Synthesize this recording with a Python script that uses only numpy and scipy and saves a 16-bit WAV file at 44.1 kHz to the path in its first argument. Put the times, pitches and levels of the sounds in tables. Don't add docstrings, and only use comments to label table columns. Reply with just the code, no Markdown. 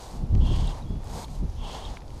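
import sys
import numpy as np
from scipy.fft import rfft, irfft, next_fast_len
from scipy.io import wavfile
from scipy.ndimage import uniform_filter1d, map_coordinates

SR = 44100
rng = np.random.default_rng(int(sys.argv[2]) if len(sys.argv) > 2 else 0)


def file_out(sig):
    cols = np.atleast_2d(sig).T
    lim = np.clip(cols, -1, 1)
    pcm = np.round(lim * 32767).astype(np.int16)
    wavfile.write(sys.argv[1], SR, pcm)


N = 97020

# time_s, level_db
LINE_PULLS = [
    [(0.392, -63), (.42, -51), (.47, -47.5), (.55, -44), (.61, -52), (.67, -49.5), (.72, -54), (.745, -71)],
    [(1.56, -64), (1.61, -55), (1.66, -46.5), (1.75, -48), (1.80, -52.5), (1.87, -50.5), (1.92, -68)],
]
# centre_hz, half_width_hz, gain_db
GUIDE_MODES = [(2800, 110, -1), (3024, 80, 2), (3235, 37, 7.5), (3330, 160, 1.5), (3500, 150, -3.5)]

def line():
    def modes(f):
        peaks = (amp(db) / (1 + ((f - hz) / width) ** 2) for hz, width, db in GUIDE_MODES)
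        return np.sqrt(sum(peak ** 2 for peak in peaks))

    def grip(pull):
        inside_s = np.minimum(clock() - pull[0][0], pull[-1][0] - clock())
        return np.clip(inside_s / 0.0092, 0, 1)

    rod_hz, half_width_hz, rod_db = 960, 170, -4
    singing = unit(filtered(white(), modes)) * amp(0.64 * wobble(70))
    rub = amp(rod_db) * unit(filtered(white(), lambda f: 1 / (1 + ((f - rod_hz) / half_width_hz) ** 4)))
    return (singing + rub) * sum(amp(curves(pull)[0]) * grip(pull) for pull in LINE_PULLS)


# centre_s, pitch_hz, sigma_s, peak_db
LINE_CATCHES = [(0.6736, 8400, 0.0002, -33.5), (0.6791, 3640, 0.0007, -31.5), (0.6803, 3730, 0.0035, -45),
                (.679, 4200, 0.0017, -51), (0.69, 4700, .004, -56), (1.2452, 4240, 0.0022, -42),
                (1.246, 3650, .002, -42), (1.8533, 3660, 0.0017, -35.5)]

def squeaks():
    out = np.zeros(N)
    for centre_s, hz, sigma_s, db in LINE_CATCHES:
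        t = clock() - centre_s
        envelope = amp(db) * np.exp(-.5 * (t / sigma_s) ** 2)
        out += envelope * np.sin(2 * np.pi * hz * t + 0.75 * wobble(700))
    return out


# start_s, fastest_s, end_s, body_db, hiss_db, hiss_tilt_db_per_octave
ARM_STROKES = [(-.2, .02, 0.27, -44.5, -50.5, 2.5), (.35, 0.587, 0.85, -41.5, -48, -2.5),
               (0.58, 0.777, 0.85, -43.5, -58, 2.5), (0.988, 1.223, 1.268, -39, -46, 3),
               (1.186, 1.355, 1.433, -54, -56, 3), (1.582, 1.75, 1.871, -38.5, -47, -1.5),
               (1.742, 1.88, 2.024, -43.5, -52, -2), (2.02, 2.207, 2.2, -52, -58.5, 2.5)]
# frequency_hz, gain_db
BODY_SPECTRUM = [(60, 5), (200, -12.5), (480, -3), (640, -3), (830, 0.5), (1020, -3), (1300, -14),
                 (1650, -17), (2300, -19.5), (3500, -28), (8000, -76)]
HISS_SPECTRUM = [(1000, -30), (2600, -9.5), (3500, -2), (4600, -0.5), (5900, -5.5), (6700, -3), (7500, -9),
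                 (8400, -5.5), (9300, -17), (10300, -12), (12500, -19.5), (15000, -26)]

def sleeve():
    slips_per_s, slip_share = 610, 0.21
    out = np.zeros(N)
    for start, fastest, end, body_db, hiss_db, tilt_db in ARM_STROKES:
        slips = unit(white() * (rng.random(N) < slips_per_s / SR))
        friction = np.sqrt(1 - slip_share) * white() + np.sqrt(slip_share) * slips
        arm = speed(start, fastest, end)
        hiss = amp(hiss_db) * arm ** 1.25 * coloured(friction, HISS_SPECTRUM, tilt_db)
        body = amp(body_db) * arm ** 0.89 * coloured(white(), BODY_SPECTRUM)
        out += amp(0.96 * wobble(59.66)) * (body + hiss)
    return out


# time_s, peak_db, centre_hz, sigma_octaves
ROD_TAPS = [(0.3528, -36, 1870, 0.57), (0.351, -39.5, 5300, 0.32), (.378, -45, 4860, 0.46),
            (0.956, -45, 1900, 0.72), (1.034, -40.5, 1500, 0.73), (1.044, -38.5, 7000, 0.69),
            (1.057, -45, 3000, .8), (1.073, -39, 4200, 0.61), (1.283, -40, 2180, .8),
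            (1.9708, -30, 1190, .9), (2.006, -42.5, 3300, .6), (2.0195, -43, 1600, 0.91),
            (2.0801, -40.5, 4160, 0.57), (2.105, -41, 3300, 0.58)]

def taps():
    scuff_gain, scuff_t60_s = 0.2, 0.012
    out = np.zeros(N)
    for time_s, db, hz, octaves in ROD_TAPS:
        age = clock() - time_s
        contact = scuff_gain * white() * (age >= 0) * amp(-60 * np.abs(age) / scuff_t60_s)
        contact[round(time_s * SR)] += 1
        tap = filtered(contact, lambda f: np.exp(-.5 * (np.log2((f + 1) / hz) / octaves) ** 2))
        out += amp(db) * tap / np.abs(tap).max()
    return out


# start_s, fastest_s, end_s, level_db
SLACK_SLIDES = [(0.734, 0.886, 0.99, -65.5), (1.377, 1.577, 1.71, -59.5), (1.878, 1.954, 2, -58)]
# frequency_hz, gain_db
SLACK_SPECTRUM = [(800, -15), (1600, -7), (2600, -7), (4000, -4), (5400, -4), (6000, -4), (6700, -5),
                  (7600, -16), (10000, -13), (15000, -26)]

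def slack():
    envelope = sum(amp(db) * speed(start, fastest, end) for start, fastest, end, db in SLACK_SLIDES)
    return envelope * amp(1.8 * wobble(90)) * coloured(white(), SLACK_SPECTRUM)


# time_s, relative_level_db
GUSTS = [(0.0, -50), (0.1, -41.5), (0.24, -26.5), (0.28, -40.5), (0.31, -19.5), (0.4, -17), (0.47, -22),
         (0.67, -23), (0.76, -37), (0.89, -35), (0.91, -28.5), (1.08, -37), (1.16, -36), (1.19, -44),
         (1.37, -33), (1.41, -25.5), (1.51, -31), (1.52, -39), (1.62, -30), (1.7, -40), (1.82, -44.5),
         (1.84, -34), (1.92, -34.5), (1.94, -45), (2.18, -36), (2.2, -53)]
# centre_s, half_length_s, level_db
EDDIES = [(.16, 0.024, -41.5), (0.235, 0.017, -32), (0.351, 0.028, -29), (0.432, 0.019, -28.5),
          (0.517, 0.015, -27), (0.628, 0.061, -36.5), (0.851, 0.022, -37), (0.912, 0.013, -32.5),
          (0.962, 0.022, -36), (1.147, 0.055, -41), (1.314, .02, -41.5), (1.435, .018, -31.5),
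          (1.628, 0.037, -41), (1.733, 0.03, -45), (1.925, 0.051, -48.5)]
# frequency_hz, gain_db
RUMBLE_SPECTRUM = [(15, -11.5), (34, 4), (58, -3.5), (85, -7), (120, -12), (200, -28), (400, -39.5),
                   (800, -61), (2000, -80), (6000, -105)]
FLUTTER_SPECTRUM = [(50, -55), (90, -6.5), (140, 4), (240, -6), (330, -13.5), (450, -19.5), (1200, -39),
                    (4000, -86)]

def wind():
    def steady_noise(spectrum, samples, floor):
        noise = coloured(white(), spectrum)
        local_power = np.abs(uniform_filter1d(noise ** 2, size=samples))
        return unit(noise / np.sqrt(local_power + floor))

    gust_db, = curves(GUSTS)
    eddies = sum(amp(db) / (1 + ((clock() - s) / half) ** 2 / 2) ** 1.52 for s, half, db in EDDIES)
    rumble = steady_noise(RUMBLE_SPECTRUM, samples=1800, floor=0.016)
    flutter = steady_noise(FLUTTER_SPECTRUM, samples=900, floor=0.17)
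    return amp(gust_db + 0.65) * rumble + eddies * flutter


# time_s, pitch_hz, level_db
TRILL_CONTOUR = [(.815, 4030, -78), (.825, 3880, -49.5), (0.842, 3520, -67), (.865, 3310, -55.5),
                 (.92, 3370, -55), (.97, 3380, -60), (1.05, 3490, -71)]

def trill():
    pulse_hz = 70
    t = clock()
    hz, db = curves(TRILL_CONTOUR)
    sounding = (t > TRILL_CONTOUR[0][0]) * (t < TRILL_CONTOUR[-1][0])
    pulses = np.cos(np.pi * pulse_hz * (t - TRILL_CONTOUR[1][0])) ** 2
    phase = 2 * np.pi * np.cumsum(hz) / SR + .4 * wobble(200)
    return amp(db) * pulses * sounding * np.sin(phase)


# frequency_hz, gain_db
LAKE_SPECTRUM = [(30, -15), (120, 2.5), (300, 0), (550, -3), (850, -3.5), (1100, -10), (1600, -20.5),
                 (2500, -22), (4500, -21.5), (6500, -25.5), (9000, -33), (12000, -35.5), (15000, -43)]

def lake():
    return amp(-49 + 0.27 * wobble(7.2)) * coloured(white(), LAKE_SPECTRUM)


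def whine():
    pitch_hz, level_db, pulse_hz = 10647, -69, 24
    t = clock()
    gate = uniform_filter1d(1.0 * (np.sin(2 * np.pi * pulse_hz * (t - .009)) > 0), size=60)
    return amp(level_db) * gate * np.sin(2 * np.pi * pitch_hz * t)


def speed(start, fastest, end):
    sharpness = 0.57
    ramp = np.interp(clock(), [start, fastest, end], [0, 1, 0])
    return sharpness * ramp + (1 - sharpness) * np.sin(np.pi / 2 * ramp)


def amp(db):
    return 10 ** (np.asarray(db) / 20)


def unit(x):
    return x / np.sqrt(np.mean(x ** 2) + 1e-20)


def clock():
    return np.arange(N) / SR


def curves(rows):
    times, *columns = np.transpose(rows)
    return [np.interp(clock(), times, column) for column in columns]


def white():
    return rng.standard_normal(N)


def wobble(knots_per_s):
    return map_coordinates(rng.standard_normal(2048), [clock() * knots_per_s + 2], mode="wrap")


def filtered(x, response):
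    size = next_fast_len(N + SR // 2)
    return irfft(rfft(x, size) * response(np.fft.rfftfreq(size, 1 / SR)), size)[:N]


def coloured(x, spectrum, tilt_db=0):
    hz, db = np.transpose(spectrum)
    response = lambda f: amp(np.interp(np.log(f + 1), np.log(hz), db) + tilt_db * np.log2(f + 1))
    return unit(filtered(x, response))


def scene():
    return (line() + squeaks() + sleeve() + taps() + slack() + wind() + trill() + lake())[None]


def record(dry):
    cutoff_hz = 15270
    return filtered(dry[0] + whine(), lambda f: f < cutoff_hz)[None]


dry = scene()
out = record(dry)
file_out(out)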